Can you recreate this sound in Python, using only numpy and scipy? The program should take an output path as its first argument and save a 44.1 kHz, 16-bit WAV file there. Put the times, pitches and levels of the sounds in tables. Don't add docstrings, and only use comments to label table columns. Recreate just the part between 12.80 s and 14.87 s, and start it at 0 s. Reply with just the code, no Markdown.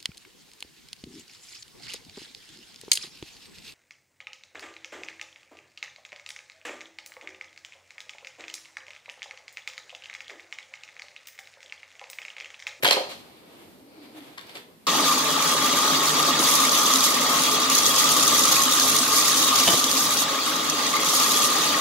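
import sys
import numpy as np
from scipy import signal
from scipy.fft import rfft, irfft, next_fast_len
from scipy.io import wavfile
from scipy.ndimage import map_coordinates

SR = 44100
rng = np.random.default_rng(int(sys.argv[2]) if len(sys.argv) > 2 else 0)


def amplitude_ratio(level_db):
    exponent = np.asarray(level_db, float) / 20
    return 10 ** exponent


def wav_out(sig):
    wavfile.write(sys.argv[1], SR, np.round(np.clip(np.atleast_2d(sig).T, -1, 1) * 32767).astype(np.int16))


N = 91198


def unit(x):
    return x / np.sqrt(np.mean(x ** 2) + 1e-20)


def along(points, hz):
    point_hz, value = np.transpose(points)
    return np.interp(np.log(hz + 1), np.log(point_hz + 1), value)


def curves(rows):
    time_s, *columns = np.transpose(rows)
    return [np.interp(np.arange(N) / SR, time_s, column) for column in columns]


def wobble(knots_per_s):
    knots = rng.standard_normal(int(N * knots_per_s / SR) + 4)
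    return map_coordinates(knots, [np.arange(N) * knots_per_s / SR])


def filtered(x, response):
    n = x.shape[-1]
    padded = next_fast_len(n + 8192)
    return irfft(rfft(x, padded) * response(np.fft.rfftfreq(padded, 1 / SR)), padded)[..., :n]


def treble_of(x):
    return filtered(x, lambda hz: 1 / (1 + (6000 / (hz + 1)) ** 4))


def resonances(rows):
    def response(hz):
        total = 0
        for k, (centre, width, db) in enumerate(rows):
            damping = 1j * hz * width
            total = total + (-1) ** k * amplitude_ratio(db) * damping / (centre * centre - hz * hz + damping)
        return total
    return response


PITCH_SCATTER, LEVEL_SCATTER_DB = .025, 2.56


def rings(modes, near_hz, fall_db, share, t):
    hz, level_db, t60_s = np.repeat(np.transpose(modes), 2, axis=1)[:, :, None]
    level_draw, pitch_draw = rng.standard_normal((2, *hz.shape))
    struck_db = level_db - fall_db * abs(np.log2(hz / near_hz)) + LEVEL_SCATTER_DB * level_draw
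    decay_db = -60 * t / (share * t60_s)
    pairs = amplitude_ratio(struck_db + decay_db) * np.sin(2 * np.pi * hz * (1 + PITCH_SCATTER * pitch_draw) * t)
    ring = pairs.sum(0)
    return ring / np.abs(ring).max()


RISE_S = .0004


def burst(spectrum, t60_s):
    t = np.arange(4096) / SR
    noise = filtered(rng.standard_normal(4096), lambda hz: amplitude_ratio(along(spectrum, hz)))
    x = noise * amplitude_ratio(-60 * t / t60_s) * (1 - np.exp(-t / RISE_S))
    return x / np.abs(x).max()


WIDEST_DB = 8.5


def add(out, start_s, sound, db, left_right_db):
    at = round(start_s * SR)
    half_db = np.clip(left_right_db, -WIDEST_DB, WIDEST_DB) / 2
    sides = amplitude_ratio(db + np.array([[half_db], [-half_db]])) * sound
    out[:, at:at + len(sound)] += sides[:, :N - at]


# hz, likeness
ALIKE = [(40, 0.16), (300, 0.78), (1000, 0.13), (3000, 0.033), (12000, 0.08)]


def rush(spectrum):
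    def shares(hz):
        angle = np.arccos(np.clip(along(ALIKE, hz), -1, 1)) / 2
        return amplitude_ratio(along(spectrum, hz)) * [np.cos(angle), np.sin(angle)]
    mid, side = filtered(rng.standard_normal((2, N)), shares)
    return unit(np.array([mid + side, mid - side]))


# start_s, peak_db, left_right_db
TICKS = [(0.0253, -20.5, -1), (.030, -17.5, 2.5), (0.0344, -10, 3), (0.046, -6, -3), (0.1091, -14, 2.5),
         (0.298, -34.5, 7)]
# hz, level_db
TICK_SPECTRUM = [(880, -36), (1500, 6), (3820, -6), (6140, -19.5), (11200, -9.5), (14200, -11),
                 (15800, -22.5)]
# start_s, peak_db, struck_region_hz, left_right_db
SLAPS = [(0.050, -12.5, 3800, 5), (0.0531, -8.5, 3140, 2), (0.0565, -8.5, 2400, 6.5), (0.0643, -8, 3050, 5),
         (0.0772, -9, 3200, -1.5), (0.0865, -7, 3270, -0.5), (0.1098, -0.5, 4360, -4),
         (0.1134, -10.5, 3200, -2.5), (.125, -10.5, 4200, 1.5), (0.1299, -9, 4240, -5.5)]
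# hz, level_db
CRACK_SPECTRUM = [(1000, -26), (1600, -6), (3100, 2), (4400, -6), (5860, -19), (10900, -18.5),
                  (14500, -30.5), (15800, -45.5)]
# hz, level_db, t60_s
PLASTIC_MODES = [(2310, -11, .012), (3270, 0, 0.027), (3800, -6.5, .014), (4240, 1, .02)]
# time_s, level_db, treble_lift_db
RATTLE = [(.023, -62, 3.5), (.026, -36, -0.5), (.034, -25, 2), (.044, -33.5, 4), (.05, -18.5, -6),
          (.07, -24.5, 1.5), (.108, -28.5, -4.5), (.112, -20.5, 4), (.13, -22.5, -2), (.15, -33.5, -2),
          (.28, -57, -2), (.3, -41, 2.5), (.315, -35, -1), (.37, -53, 2), (.42, -59, 2)]
# hz, level_db
RATTLE_SPECTRUM = [(400, -16), (800, -4.5), (1200, -8), (1620, -13), (2400, -6), (3250, -7.5), (4280, -5.5),
                   (4900, -12.5), (6060, -16), (14000, -25), (15800, -57)]
TICK_T60_S, CRACK_T60_S = 0.0076, 0.0066
SLAP_FALL_DB_PER_OCTAVE, SLAP_RING_DB = 28.5, 3.5
RATTLE_PER_S, RATTLE_SPREAD_DB = 5000, 2


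def launcher():
    out = np.zeros((2, N))
    for start_s, db, left_right_db in TICKS:
        add(out, start_s, burst(TICK_SPECTRUM, TICK_T60_S), db, left_right_db)
    for start_s, db, hz, left_right_db in SLAPS:
        crack = burst(CRACK_SPECTRUM, CRACK_T60_S)
        ring = rings(PLASTIC_MODES, hz, SLAP_FALL_DB_PER_OCTAVE, 1, np.arange(4096) / SR)
        slap = crack + amplitude_ratio(SLAP_RING_DB) * ring
        add(out, start_s, slap / np.abs(slap).max(), db, left_right_db)
    level_db, lift_db = curves(RATTLE)
    hits = rng.random((2, N)) < RATTLE_PER_S / SR
    grains = hits * rng.standard_normal((2, N)) * amplitude_ratio(RATTLE_SPREAD_DB * wobble(150))
    grains = grains + 0.098 * grains[::-1]
    grains = unit(filtered(grains, lambda hz: amplitude_ratio(along(RATTLE_SPECTRUM, hz))))
    lifted = grains + (amplitude_ratio(lift_db) - 1) * treble_of(grains)
    sample = np.arange(N)
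    live = (sample > RATTLE[0][0] * SR) & (sample < RATTLE[-1][0] * SR)
    return out + lifted * live * amplitude_ratio(level_db)


# start_s, peak_db, struck_region_hz, share_of_full_ring_time
KNOCKS = [(0.032, -17.5, 494, 0.67), (.040, -19, 330, 0.58), (.050, -11, 1310, 0.46),
          (.064, -12.5, 815, 0.47), (.083, -14.5, 578, 0.46), (.112, -13, 540, 0.48),
          (.144, -21.5, 504, 0.65), (.168, -16.5, 450, 1.0), (.168, -16.5, 980, 0.74),
          (.185, -24.5, 725, 1), (.206, -21.5, 433, 0.92), (.242, -27.5, 650, 0.56),
          (.272, -28.5, 730, 0.61)]
# hz, level_db, full_t60_s
BUCKET_MODES = [(270, -11, 0.048), (330, -8.5, 0.076), (431, -4, 0.098), (523, -0.5, 0.063),
                (586.3, -6, 0.12), (650, -9.5, 0.1), (730, -3.5, 0.11), (824, -6.5, 0.083),
                (958, -3.5, 0.045), (1042, -7, 0.026), (1198, -6.5, .07), (1445, -8, 0.068)]
KNOCK_RISE_S, KNOCK_FALL_DB_PER_OCTAVE = 0.0012, 15


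def bucket():
    out, t = np.zeros((2, N)), np.arange(SR // 4) / SR
    for start_s, db, near_hz, share in KNOCKS:
        ring = rings(BUCKET_MODES, near_hz, KNOCK_FALL_DB_PER_OCTAVE, share, t)
        ring = ring * (1 - np.exp(-t / KNOCK_RISE_S))
        add(out, start_s, ring / np.abs(ring).max(), db, -1.2)
    return out


THUD_START_S, THUD_DB, THUD_HZ, THUD_T60_S, THUD_RISE_S = 0.0327, -31.5, 137.7, .12, 0.0044


def thud():
    out, t = np.zeros((2, N)), np.arange(SR // 4) / SR
    envelope = amplitude_ratio(-60 * t / THUD_T60_S) * (1 - np.exp(-t / THUD_RISE_S))
    add(out, THUD_START_S, envelope * np.sin(2 * np.pi * THUD_HZ * t), THUD_DB, 1.5)
    return out


# time_s, squeal_db, rustle_db
SLIDE = [(0.42, -61, -52.5), (0.61, -66.5, -59), (0.834, -70, -54.5), (0.862, -70, -61),
         (0.912, -80, -60.5), (1.04, -74, -77), (1.122, -64, -65.5), (1.254, -59, -55), (1.314, -64, -58.5),
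         (1.382, -66, -49.5), (1.566, -67, -57.5), (1.58, -58, -49.5), (1.656, -62.5, -57),
         (1.708, -52.5, -51.5), (1.74, -61, -53), (1.762, -47.5, -45), (1.944, -99, -74),
         (2.06, -87.5, -85.5)]
# time_s, level_db, pitch_hz (before drift)
GROAN = [(.78, -67, 339.7), (.825, -50.5, 342), (.86, -62, 330), (1.0, -61.5, 280.6), (1.14, -56, 284.3),
         (1.16, -53, 338), (1.2, -45.5, 289.3), (1.235, -51.5, 286.5), (1.28, -47.5, 260.3),
         (1.32, -54.5, 263.7), (1.35, -48.5, 318.2), (1.4, -47, 302), (1.45, -53, 270), (1.52, -52, 299.5),
         (1.58, -85, 289)]
# centre_hz, width_hz, level_db (per pass)
SQUEAL = [(2236, 290, -4), (4480, 1160, -5.5)]
# hz, level_db
RUSTLE_SPECTRUM = [(180, -79), (300, -9.5), (573, -15.5), (711, -13), (1520, -19.5), (3490, -18),
                   (5740, -30), (14500, -29), (14900, -75.5)]
GROAN_ROUGH, GROAN_ROUGH_KNOTS_PER_S, GROAN_DRIFT_HZ, GROAN_SIDE = .85, 100, 5, 0.18
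SQUEAL_TRIM_DB, RUSTLE_TRIM_DB = 2, 1.5
RUSTLE_BRIGHTENS, RUSTLE_MID_DB = 0.35, -48


def slide():
    squeal_db, rustle_db = curves(SLIDE)
    groan_db, pitch_hz = curves(GROAN)
    phase = 2 * np.pi * np.cumsum(pitch_hz + GROAN_DRIFT_HZ * wobble(29.7)) / SR
    rough = [wobble(GROAN_ROUGH_KNOTS_PER_S) for _ in range(3)]
    mid = np.sin(phase) + GROAN_ROUGH * (rough[0] * np.sin(phase) + rough[1] * np.cos(phase))
    side = GROAN_SIDE * rough[2] * np.sin(phase)
    groan = unit(np.array([mid + side, mid - side]))
    squeal = unit(filtered(rng.standard_normal((2, N)), lambda hz: resonances(SQUEAL)(hz) ** 2))
    rustle = rush(RUSTLE_SPECTRUM)
    lift_db = RUSTLE_BRIGHTENS * (rustle_db - RUSTLE_MID_DB)
    rustle = rustle + (amplitude_ratio(lift_db) - 1) * treble_of(rustle)
    total = amplitude_ratio(groan_db) * groan
    total = total + amplitude_ratio(squeal_db + SQUEAL_TRIM_DB) * squeal
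    total = total + amplitude_ratio(rustle_db + RUSTLE_TRIM_DB + 1.8 * wobble(39.9)) * rustle
    fade_in = np.clip((np.arange(N) / SR - SLIDE[0][0] + 0.15) / 0.29, 0, 1)
    return fade_in * total


# start_s, level_db (peak of the hard part),
# left_right_db, body_db (relative to the hard part), brightness_db_per_octave
CLICKS = [(0.772, -51, 0, 11, -6), (0.7896, -48, 4, -5.5, -14), (0.882, -51, 0, 11, -8),
          (0.996, -57, 0.5, 11, -8), (1.4057, -40, 5, -12, -6), (1.5753, -34.5, 0, -14, -7.5),
          (1.5801, -27.5, 5.5, -20, -6), (1.5919, -29.5, 6, -25, -5), (1.6109, -34.5, -4, -17, 3),
          (1.6677, -41, -4.5, -19, 5.5), (1.6937, -36, 3, -18, -1), (1.7538, -28.5, 0, -8.5, -2.5),
          (1.761, -39, -1, 4, -3.5), (1.7698, -29.5, -2, -20, -7), (1.778, -36.5, 0, -5, -0.5)]
# centre_hz, width_hz, level_db
CLICK_RESONANCES = [(1030, 240, -5.5), (1400, 440, -5), (1930, 560, -0.5), (3470, 400, 4.5),
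                    (4610, 1100, -3), (8850, 8000, -14)]
CLICK_T60_S, CLICK_BODY_HZ, CLICK_BODY_WIDTH_HZ = 0.022, 400, 350


def clicks():
    out, t = np.zeros((2, N)), np.arange(2048) / SR
    body_response = resonances([(CLICK_BODY_HZ, CLICK_BODY_WIDTH_HZ, 0)])
    for start_s, db, left_right_db, body_db, tilt_db in CLICKS:
        def hard_response(hz):
            octaves = np.log2(np.maximum(hz, 900) / 2500)
            return resonances(CLICK_RESONANCES)(hz) * amplitude_ratio(tilt_db * octaves)
        puff = rng.standard_normal(2048) * amplitude_ratio(-60 * t / CLICK_T60_S)
        hard = filtered(puff, hard_response)
        body = filtered(np.abs(puff), body_response)
        click = hard / np.abs(hard).max() + amplitude_ratio(body_db) * body / np.abs(body).max()
        add(out, start_s, click, db, left_right_db)
    return out


# hz, t60_s
ROOM_DECAY = [(150, 0.38), (500, 0.46), (2000, 0.42), (5000, 0.46), (12000, 0.34)]
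ROOM_GAP_S, ROOM_ALIKE_HZ = .008, 600


def room(x, piece=2048):
    out = np.zeros((2, N + SR + piece))
    start = round(ROOM_GAP_S * SR)
    for at in range(0, N, piece):
        if np.any(np.abs(x[at:at + piece]) > 1e-4):
            hz, t, z = signal.stft(rng.standard_normal((2, SR * 3 // 4)), SR, nperseg=256)
            same = 1 / (1 + (hz[:, None] / ROOM_ALIKE_HZ) ** 2)
            z[1] = same * z[0] + np.sqrt(1 - same ** 2) * z[1]
            decay = amplitude_ratio(-60 * t / along(ROOM_DECAY, hz)[:, None])
            tail = signal.istft(z * decay, SR, nperseg=256)[1]
            tail = tail / np.linalg.norm(tail[0])
            wet = signal.fftconvolve(x[None, at:at + piece], tail, axes=1)
            out[:, at + start:at + start + wet.shape[1]] += wet
    return out[:, :N]


# time_s, hum_db, hiss_db
BACKGROUND = [(0.45, -57.5, -54), (0.95, -59, -53.5), (1.314, -58, -54.5), (1.764, -61.5, -53.5),
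              (1.902, -55.5, -55), (2.0, -73.5, -56)]
# hz, level_db
HUM_SPECTRUM = [(150, -39), (300, -5), (500, -1), (800, -8.5), (1300, -14.5), (2000, -37)]
# hz, level_db
HISS_SPECTRUM = [(12, -63.5), (25, -31.5), (60, -16.5), (130, -9.5), (250, -5), (400, -10), (700, -18),
                 (1200, -22.5), (2200, -23), (4500, -26), (6300, -31), (9000, -29), (14550, -27.5),
                 (14900, -75)]


def background():
    hum_db, hiss_db = curves(BACKGROUND)
    hiss = amplitude_ratio(hiss_db + 1.5 * wobble(4.53)) * rush(HISS_SPECTRUM)
    hum = amplitude_ratio(hum_db + 1.9 * wobble(13.28)) * rush(HUM_SPECTRUM)
    return hiss + hum


LOW_CUT_HZ, LEFT_LEAD_S = 167, 0.00023
ROOM_DB, BUCKET_ROOM_DB = -4.5, -4


def scene():
    bright, hollow = launcher() + clicks(), bucket()
    room_send = (bright + amplitude_ratio(BUCKET_ROOM_DB) * hollow).mean(0)
    wet = amplitude_ratio(ROOM_DB) * room(room_send)
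    hits = filtered(bright + hollow + wet, lambda hz: (1j * hz / (LOW_CUT_HZ + 1j * hz)) ** 3)
    mix = hits + thud() + slide() + background()
    sides = np.array([[1], [-1]])
    return filtered(mix, lambda hz: np.exp(1j * np.pi * hz * LEFT_LEAD_S * sides))


def low_pass(x):
    return signal.sosfilt(signal.butter(12, 16090, fs=SR, output="sos"), x)


CEILING = .85


def record(dry):
    soft = dry / (1 + np.abs(dry / CEILING) ** 6) ** (1 / 6)
    finished = filtered(soft, lambda hz: hz < SR * .36)
    return low_pass(finished)


dry = scene()
out = record(dry)
wav_out(out)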